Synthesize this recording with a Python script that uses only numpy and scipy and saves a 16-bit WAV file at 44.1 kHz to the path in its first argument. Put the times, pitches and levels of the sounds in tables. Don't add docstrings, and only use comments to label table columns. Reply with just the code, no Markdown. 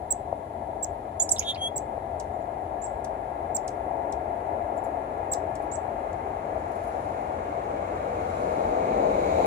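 import sys
import numpy as np
from scipy import signal
from scipy.fft import rfft, irfft, next_fast_len
from scipy.io import wavfile
from scipy.ndimage import map_coordinates

SR = 44100
rng = np.random.default_rng(int(sys.argv[2]) if len(sys.argv) > 2 else 0)


def store_wav(level_fs):
    pcm = np.round(np.clip(np.atleast_2d(level_fs), -1, 1) * 32767)
    wavfile.write(sys.argv[1], SR, pcm.T.astype(np.int16))


N = 417186

# frequency_hz, density_db
FEATHER_SPECTRUM = [(2500, -30), (4000, -6.5), (5500, -10), (7400, -3), (8900, -13), (10500, -4.5),
                    (13000, 0), (15000, -13)]
# frequency_hz, left_over_right_db, coherence, left_lead_rad
TREBLE_PORTS = [(5195, -0.5, 0.00752, 0.0033), (7180, 4.5, 0.0028, 0.0066), (10240, 1.5, 0.0043, 0.0027),
                (12870, -9.5, 0.004, 0.0022)]


def amp(db):
    return 10 ** (np.asarray(db) / 20)


def unit(x):
    return x / np.sqrt(np.mean(x ** 2) + 1e-20)


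def along(points, hz):
    knots_hz, *columns = np.transpose(points)
    return np.array([np.interp(np.log(hz + 1), np.log(knots_hz + 1), c) for c in columns])


def wobble(knots_per_s, size):
    knots = rng.standard_normal(int(size * knots_per_s / SR) + 4)
    return map_coordinates(knots, [np.arange(size) * knots_per_s / SR])


def filtered(x, response):
    size = next_fast_len(x.shape[-1] + 8192)
    return irfft(rfft(x, size) * response(np.fft.rfftfreq(size, 1 / SR)), size)[..., :x.shape[-1]]


def add(track, start_s, sound):
    part = track[:, max(round(start_s * SR), 0):][:, :sound.shape[-1]]
    part += sound[..., :part.shape[-1]]


def port_noise(spectrum, ports, ripple_db=1.5):
    size = next_fast_len(N)
    hz = np.fft.rfftfreq(size, 1 / SR)
    common, independent = rfft(rng.standard_normal((2, size)))
    balance_db, coherence, lead_rad = along(ports, hz)
    coherence, ratio = np.clip(coherence, 0, .995), amp(balance_db)
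    left = ratio * np.exp(1j * lead_rad) * common
    right = coherence * common + np.sqrt(1 - coherence ** 2) * independent
    sum_gain = np.sqrt(1 + ratio ** 2 + 2 * ratio * coherence * np.cos(lead_rad))
    skirts = np.minimum(hz / spectrum[0][0], 1) ** 6 / np.maximum(hz / spectrum[-1][0], 1) ** 20
    colour = amp(along(spectrum, hz) + ripple_db * wobble(100.35, len(hz))) * skirts
    pair = irfft(np.array([left, right]) * colour / sum_gain, size)[:, :N]
    return pair / np.std(pair.mean(axis=0))


def passing(closest_s, distance_s, peak_db, trees_db_per_s=1.2):
    range_s = np.hypot(np.arange(N) / SR - closest_s, distance_s)
    return amp(peak_db - trees_db_per_s * (range_s - distance_s)) * distance_s / range_s


def traffic(rumble_db=-41.5, roar_db=-35, tyre_db=-59):
    # frequency_hz, density_db
    engine = [(32, -14), (45, -5.5), (60, -1.5), (74, -3), (87, 3.5), (98, -5.5), (130, -6), (185, -13.5),
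              (230, -7), (300, -25.5)]
    far_roar = [(170, -35), (255, -13.5), (300, -7.5), (350, -9.5), (410, -6), (490, -10.5), (540, -3.5),
                (620, -2.2), (670, 2.04), (735, 1.3), (800, -2.5), (860, -6.5), (930, -7.5), (1020, -19.5),
                (1300, -64.5)]
    near_roar = [(170, -8.5), (250, -10.5), (310, -4), (380, -4.5), (475, 0.7), (560, -1), (610, 2.5),
                 (680, -2), (735, -4.5), (810, -5), (900, -12.5), (1050, -16), (1300, -44)]
    far_tyres = [(850, -38), (1080, 6), (1220, -4), (1400, -1.5), (1520, -8), (1700, -0.5), (1820, -8.5),
                 (1980, -4.5), (2500, -15), (3000, -25), (4000, -55.5), (5200, -55.5), (7500, -44)]
    near_tyres = [(850, -18), (1060, 4.5), (1250, 2), (1500, -1.5), (1740, -4), (2050, -2), (2380, -5.5),
                  (2900, -17), (4000, -31), (5200, -29), (7500, -26.5), (10500, -42.5), (13000, -41)]
    near_tread = [(1700, -10), (2250, 15.5), (2900, -5.5), (3400, -6.5), (3950, 1), (4600, -6.5),
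                  (5400, -13), (6500, -3.5), (7500, -7), (9000, -20.5), (12500, -12.5)]
    # frequency_hz, left_over_right_db, coherence, left_lead_rad
    far_ports = [(60.0, 2.4, 0.99, -0.0), (300.0, 2.4, 0.99, -0.1), (430.0, 2.9, 0.94, -0.1),
                 (580.0, 9.2, 0.82, -0.2), (700.0, 12.7, 0.64, 0.5), (820.0, 13.4, 0.49, -2.0),
                 (1100.0, 5.5, 0.4, -4.0), (1500.0, 6.7, 0.69, -4.0), (2200.0, 1.8, 0.44, -6.3),
                 (3000.0, 1.1, 0.18, -9.5), (7000, -2, 0.1, -9.5)]
    near_ports = [(60.0, 2.2, 0.99, -0.1), (300.0, 2.4, 0.98, -0.2), (430.0, 5.9, 0.92, -0.4),
                  (580.0, 9.8, 0.62, -1.9), (700.0, 7.2, 0.73, -2.4), (820.0, 3.9, 0.82, -2.8),
                  (1100.0, 3.1, 0.59, -3.0), (1500.0, 2.4, 0.37, -3.6), (2200.0, 5.2, 0.5, -6.4),
                  (3000.0, 1.9, 0.36, -3.4), (5200.0, -0.9, 0.09, -3.4), (7300.0, -7.2, 0.16, -3.4)]
    rumble_gain = np.hypot(amp(rumble_db), passing(closest_s=9.365, distance_s=.854, peak_db=-38))
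    rumble = rumble_gain * port_noise(engine, far_ports, ripple_db=.5)
    roar_gain = np.hypot(amp(roar_db), passing(4.73, 2.03, -30.5))
    roar = roar_gain * port_noise(far_roar, far_ports, ripple_db=-.5)
    roar += passing(9.35, .69, -24) * port_noise(near_roar, near_ports, ripple_db=1)
    tyre_gain = np.hypot(amp(tyre_db), passing(5.27, 3.2, -48.5))
    tyres = tyre_gain * port_noise(far_tyres, far_ports, ripple_db=3.5)
    tyres += passing(9.13, 1.58, -43) * port_noise(near_tyres, near_ports, ripple_db=2)
    tread = passing(9.68, .313, -41.5) * port_noise(near_tread, near_ports)
    waver = amp(.7 * wobble(12, N))
    return rumble + waver * roar + tyres + tread


def hiss(level_db=-67.5):
    # frequency_hz, density_db
    spectrum = [(2500, 6.5), (3800, 6.5), (5400, -2.5), (7500, 2), (8900, -3), (10400, -5), (12500, 2),
                (13600, -6)]
    return amp(level_db) * port_noise(spectrum, TREBLE_PORTS)


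def syrinx(hz, db, overtone_db, jitter, rough=0, second_voice=0, beat_hz=0):
    size = len(hz)
    pull_rad, beat_drift, flutter_per_s = .22, .06, 2400
    hz = hz * (1 + jitter * wobble(650, size))
    beat_phase = 2 * np.pi * np.cumsum(beat_hz * (1 + beat_drift * wobble(400, size))) / SR
    coupling = np.exp(1j * second_voice * pull_rad * signal.sawtooth(beat_phase, .2))
    beat = (1 + second_voice * np.exp(1j * beat_phase)) * coupling
    voice = np.exp(2j * np.pi * np.cumsum(hz) / SR) * beat
    flutter = wobble(flutter_per_s, size) + 1j * wobble(flutter_per_s, size)
    grain = (1 + rough * flutter) / np.sqrt(1 + 2 * rough ** 2)
    tone = sum(amp(level) * np.imag(grain * voice ** k) * (k * hz < SR / 2)
               for k, level in enumerate([0, *overtone_db], 1))
    return np.sqrt(2) * amp(db) * tone * signal.windows.tukey(size, .04)


def in_woods(note, pan_db, lead_rad, echo_db, twig_t60_s=.04, near_t60_s=.15, trunk_t60_s=.39):
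    # delay_s, level_db
    surfaces = [(.0037, -8), (.0092, -7)]
    t = np.arange(int(.35 * SR)) / SR
    twigs = amp(4 - 60 * t / twig_t60_s)
    trunks = amp(echo_db - 13 - 60 * t / trunk_t60_s)
    decay = (twigs + amp(-60 * t / near_t60_s) + trunks) * (t > .0015)
    tail = rng.standard_normal((2, len(t))) * decay / np.linalg.norm(decay)
    for delay_s, db in surfaces:
        tail[:, round(delay_s * rng.uniform(.85, 1.15) * SR)] += amp(db)
    tail = filtered(tail, lambda hz: 1 / np.sqrt(1 + (hz / 13000) ** 10))
    sides = amp(np.array([[pan_db], [-pan_db]]) / 2)
    direct = np.real(signal.hilbert(note) * np.exp(.5j * np.array([[lead_rad], [-lead_rad]])))
    heard = amp(echo_db) * signal.fftconvolve(note[None], tail, axes=1) * unit(np.sqrt(sides))
    heard[:, :len(note)] += direct * unit(sides)
    return heard


def contact_calls(notes, contour, overtone_db, lead_rad, pure_below_db, cut_db_per_octave=45):
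    out = np.zeros((2, N))
    for start_s, length_s, top_hz, low_hz, db, pan_db, echo_db, *manner in notes:
        pitch_ratio, swell_db, bright_db, rough = contour(length_s, *manner)
        hz = top_hz * pitch_ratio
        fade_db = cut_db_per_octave * np.minimum(np.log2(hz / low_hz), 0)
        purity_db = 2 * min(db - pure_below_db, 0)
        overtones = [level + purity_db + bright_db for level in overtone_db]
        note = syrinx(hz, db + swell_db + fade_db, overtones, jitter=.006, rough=rough)
        add(out, start_s, in_woods(note, pan_db, lead_rad, echo_db))
    return out


def tsit_contour(length_s, dip_db, accent_db, rough, climb_per_s=2.3, plunge_s=.0046, end_ratio=.52):
    t = np.arange(int(length_s * SR)) / SR
    late_s = t - (length_s - plunge_s)
    plunge = np.clip(late_s / plunge_s, 0, 1)
    pitch_ratio = 1 - climb_per_s * length_s * (1 - t / length_s) ** 2 - (1 - end_ratio) * plunge ** 1.22
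    dip = np.exp(-((late_s + .0045) / .0033) ** 2)
    accent = np.exp(-(late_s / .0016) ** 2)
    attack_db = -30 * np.exp(-t / .001)
    swell_db = attack_db - dip_db * dip + accent_db * accent - 23 * plunge ** 4
    break_up = np.maximum(np.exp(np.minimum(late_s, 0) / .004), .2)
    return pitch_ratio, swell_db, 0, rough * break_up


def tsits():
    # start_s, length_s, top_hz, low_hz, level_db, pan_db, echo_db, dip_db, accent_db, roughness
    notes = [(.105, .0245, 7850, 6800, -19, -4, -15, 2, 1, .2),
             (.826, .023, 7700, 6100, -22.7, -5, -16, 3, -3, .3),
             (1.759, .0255, 7780, 6000, -25.5, -2, -13, 4, 3, .25),
             (2.325, .04, 7400, 6500, -69, 0, -2, 0, 0, .1), (2.405, .03, 7200, 6500, -67, 0, -2, 0, 0, .1),
             (2.815, .05, 7800, 6300, -42, -10, 0, 2, -3, .5),
             (3.547, .0245, 7700, 5400, -21.5, -5, -14, 9, 2, .3),
             (4.776, .010, 7500, 7100, -47, -4, -6, 0, 0, .1),
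             (4.844, .011, 7400, 7100, -50, -4, -6, 0, 0, .1),
             (5.3155, .0245, 7780, 4200, -24, -2, -11, 4, 3, .45),
             (5.713, .047, 7800, 6000, -37, -11, -4.5, 3, -3, .5)]
    # frequency_hz, gain_db
    beak = [(4200, -1), (5200, -3.5), (6200, -4), (7200, -1), (7800, 1), (8400, -9), (9200, -4), (10400, 6),
            (12000, -1), (13600, -4), (15300, 2)]
    source = contact_calls(notes, tsit_contour, overtone_db=[-22.5], lead_rad=-1.9, pure_below_db=-30)
    return filtered(source, lambda hz: amp(along(beak, hz)))


def knocks(shell_hz=670, rise_s=.0016, ring_db=-17, t60_s=.073):
    # start_s, level_db
    impacts = [(0.327, -9), (1.9785, -13.5), (4.866, -16), (5.602, -16.5), (6.556, -18), (9.402, -7)]
    out, t = np.zeros((2, N)), np.arange(SR // 20) / SR
    push = (t / rise_s) ** 2 * np.exp(2 - 2 * t / rise_s)
    ring = (push + amp(ring_db - 60 * t / t60_s)) * np.sin(2 * np.pi * shell_hz * t)
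    for start_s, db in impacts:
        add(out, start_s, amp(db) * amp([[0], [-12]]) * ring)
    return out


def slur(crest_s, open_hz, mid_hz, crest_hz, open_db, mid_db, crest_db, scoop):
    attack_s, scoop_s, flick_s, fall_s, end_ratio = .0041, .0012, .003, .0079, .63
    end_s = crest_s + fall_s
    t = np.arange(int(end_s * SR)) / SR
    hz = np.interp(t, [attack_s, crest_s - flick_s, crest_s], [open_hz, mid_hz, crest_hz])
    fall = np.clip((t - crest_s) / fall_s, 0, 1)
    hz *= (1 - scoop * np.exp(-t / scoop_s)) * end_ratio ** (fall * (2 - fall))
    db = np.interp(t, [0, attack_s, (attack_s + crest_s - flick_s) / 2, crest_s, end_s],
                   [open_db - 20, open_db, mid_db, crest_db, crest_db - 52])
    return syrinx(hz, db, overtone_db=[-15 + 35 * fall], jitter=.017, rough=.09 + .32 * np.sqrt(fall))


def squeak(length_s, first_hz, last_hz, db, third_db, fade_db=-9):
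    progress = np.linspace(0, 1, int(length_s * SR))
    hz = first_hz + (last_hz - first_hz) * progress
    return syrinx(hz, db + fade_db * progress, overtone_db=[-16, third_db], jitter=.012, rough=.12)


def cluck(length_s, first_hz, last_hz, db, swing, rasp_hz=195, throb_db=12, attack_s=.0037):
    t = np.arange(int(length_s * SR)) / SR
    rasp = signal.sawtooth(2 * np.pi * rasp_hz * t, .1)
    hz = first_hz * (last_hz / first_hz) ** (t / length_s) * (1 + swing * rasp)
    fade_db = np.interp(t, [0, attack_s, length_s], [-14, 0, -14])
    pulse_db = throb_db * min(10 * swing, 1) * (.5 - np.abs(rasp))
    return syrinx(hz, db + fade_db + pulse_db, overtone_db=[-18, -30], jitter=.02, rough=.12)


def held_contour(lead_s, swell_s, hold_s, release_s, hz, climb_hz_per_s, db, sharp_hz=173, settle_s=.0078):
    stages_s = np.cumsum([lead_s, swell_s, hold_s, release_s])
    t = np.arange(int(stages_s[-1] * SR)) / SR
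    pitch_hz = hz + climb_hz_per_s * t + sharp_hz * np.exp(-t / settle_s)
    waver_db = .7 * wobble(45, len(t))
    envelope_db = np.interp(t, stages_s, [-15, 0, 0, -21]) - 10 * np.exp(-t / .003)
    return pitch_hz, db + waver_db + envelope_db


def gargle():
    # start_s, crest_s, open_hz, mid_hz, crest_hz, open_db, mid_db, crest_db, scoop_ratio
    slurs = [(1.197, .0325, 6860, 7300, 8400, -14.5, -21, -13, .015),
             (1.291, .030, 9100, 7350, 8170, -15, -29, -4.5, 0.2),
             (1.383, .012, 5360, 5867, 7000, -31, -42, -11.5, 0)]
    # start_s, length_s, first_hz, last_hz, level_db, third_partial_db
    squeaks = [(1.1975, .013, 3400, 3500, -41, 2), (1.2915, .006, 5300, 7200, -23, -30),
               (1.383, .011, 5400, 5900, -31, -30)]
    # start_s, length_s, first_hz, last_hz, level_db, swing_ratio
    clucks = [(1.361, .010, 4000, 3500, -35, .15), (1.371, .021, 3900, 2800, -43, .02),
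              (1.402, .007, 3700, 2900, -48, .02), (1.408, .009, 2700, 2000, -40, .02),
              (1.412, .006, 4200, 2700, -46, .02), (1.4205, .005, 2800, 1900, -37, .02),
              (1.423, .021, 3300, 3300, -41, .25), (1.5445, .013, 4500, 4000, -38, .22),
              (1.556, .016, 3000, 2200, -43, .2)]
    # start_s, lead_s, swell_s, hold_s, release_s, pitch_hz, climb_hz_per_s, level_db
    held_notes = [(1.444, 0.011, 0.033, 0.022, 0.0275, 3280, 100, -29.5),
                  (1.574, 0.029, .016, 0.057, 0.018, 3197, 1190, -30)]
    # frequency_hz, left_db, right_db
    tone_colour = [(2000, 3, 3), (5000, 2, 1.5), (7600, -2, -1.5), (8200, -5, -8), (8800, -8, -15),
                   (10500, -2, -14), (11800, 3, -8), (12600, -6, -18), (13600, -27, -27), (15400, -24, -22)]
    out = np.zeros((2, N))
    for start_s, *row in squeaks:
        add(out, start_s, in_woods(squeak(*row), pan_db=-4, lead_rad=-3.1, echo_db=-13))
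    for start_s, *row in slurs:
        add(out, start_s, in_woods(slur(*row), pan_db=-8, lead_rad=-2.2, echo_db=-9))
    for start_s, *row in clucks:
        add(out, start_s, in_woods(cluck(*row), pan_db=-4, lead_rad=-1.8, echo_db=-7))
    (trill_s, *trill_row), (whistle_s, *whistle_row) = held_notes
    trill = syrinx(*held_contour(*trill_row), overtone_db=[-21, -33], jitter=.006, rough=.03,
                   second_voice=.85, beat_hz=322)
    add(out, trill_s, in_woods(trill, pan_db=-4, lead_rad=-1.65, echo_db=-15))
    whistle = syrinx(*held_contour(*whistle_row), overtone_db=[-18, -19], jitter=.003)
    add(out, whistle_s, in_woods(whistle, pan_db=1, lead_rad=-1.9, echo_db=-15))
    return filtered(out, lambda hz: amp(along(tone_colour, hz)))


def tick_contour(length_s, rough):
    # progress, pitch_ratio, level_db, overtone_db
    shape = [(0, .94, -28, -20), (.18, 1, -4, -20), (.4, .85, 4, -16), (.62, .56, 0, 1), (.8, .4, -10, 3),
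             (1, .19, -13, -3)]
    knots, *columns = np.transpose(shape)
    progress = np.linspace(0, 1, int(length_s * SR))
    pitch_ratio, swell_db, bright_db = (np.interp(progress, knots, c) for c in columns)
    return pitch_ratio, swell_db, bright_db, rough * np.minimum(2 * progress, 1)


def ticks():
    # start_s, length_s, top_hz, low_hz, level_db, pan_db, echo_db, roughness
    notes = [(2.1935, .014, 8900, 1500, -40.5, -7.5, -6, .7),
             (3.040, .0135, 8900, 2600, -44.5, -.5, -5, .6), (3.673, .0145, 9000, 2600, -39, -7, -6, .6),
             (4.119, .014, 8700, 2600, -44, -8, -8, .7), (5.333, .009, 7600, 3900, -37, -2, -5, .7),
             (5.549, .0135, 8900, 2800, -45.5, 0, -5.5, .6), (5.715, .007, 7800, 3990, -51, 0, -6, .5),
             (6.128, .008, 8490, 3300, -52, 0, -9, .5)]
    return contact_calls(notes, tick_contour, overtone_db=[-10, -20], lead_rad=1.8, pure_below_db=-48)


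def rustles(t60_s=.14, rise_s=.0024, gain_db=-7):
    # time_s, relative_db
    touches = [(4.7683, -54.5), (4.8386, -50), (5.622, -54), (6.715, -55), (6.7559, -56), (6.8352, -51),
               (6.8754, -55)]
    envelope, t = np.zeros((1, N)), np.arange(SR // 8) / SR
    attack = 1 - np.exp(-t / rise_s)
    for time_s, db in touches:
        add(envelope, time_s - rise_s, amp(db + gain_db - 60 * t / t60_s) * attack)
    return envelope * port_noise(FEATHER_SPECTRUM, TREBLE_PORTS)


def flights(wingbeat_hz=24, flutter_db=1.0, cutoff_hz=7500):
    # centre_s, half_length_s, level_db
    whirrs = [(6.946, 0.28, -64), (8.432, 0.23, -60)]
    t = np.arange(N) / SR
    swell = sum(amp(db) * np.exp(-((t - centre_s) / half_s) ** 2 / 2) for centre_s, half_s, db in whirrs)
    feathers = port_noise(FEATHER_SPECTRUM, TREBLE_PORTS)
    air = filtered(feathers, lambda hz: 1 / np.sqrt(1 + (hz / cutoff_hz) ** 8))
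    return swell * amp(flutter_db * np.sin(2 * np.pi * wingbeat_hz * t)) * unit(air)


def scene():
    return tsits() + ticks() + gargle() + knocks() + rustles() + flights() + traffic() + hiss()


def record(dry):
    # frequency_hz, left_db, right_db
    port_colour = [(8100, -3, -2.5), (8160, -5, 2), (8830, -5.5, -17.5), (9980, 9.5, -12.5),
                   (10370, 13.5, -8.5), (11980, -2.5, -13.5), (13460, -0.5, -12.5), (15207, 5, -12.5),
                   (15950, 0.5, -7.5)]
    bottom_hz, top_hz = 38, 15900
    low_cut = lambda hz: 1 / np.sqrt(1 + (bottom_hz / (hz + 1)) ** 8)
    top_cut = lambda hz: np.clip((top_hz - hz) / 300 + .5, 0, 1)
    return filtered(dry, lambda hz: amp(along(port_colour, hz)) * low_cut(hz) * top_cut(hz))


dry = scene()
out = record(dry)
store_wav(out)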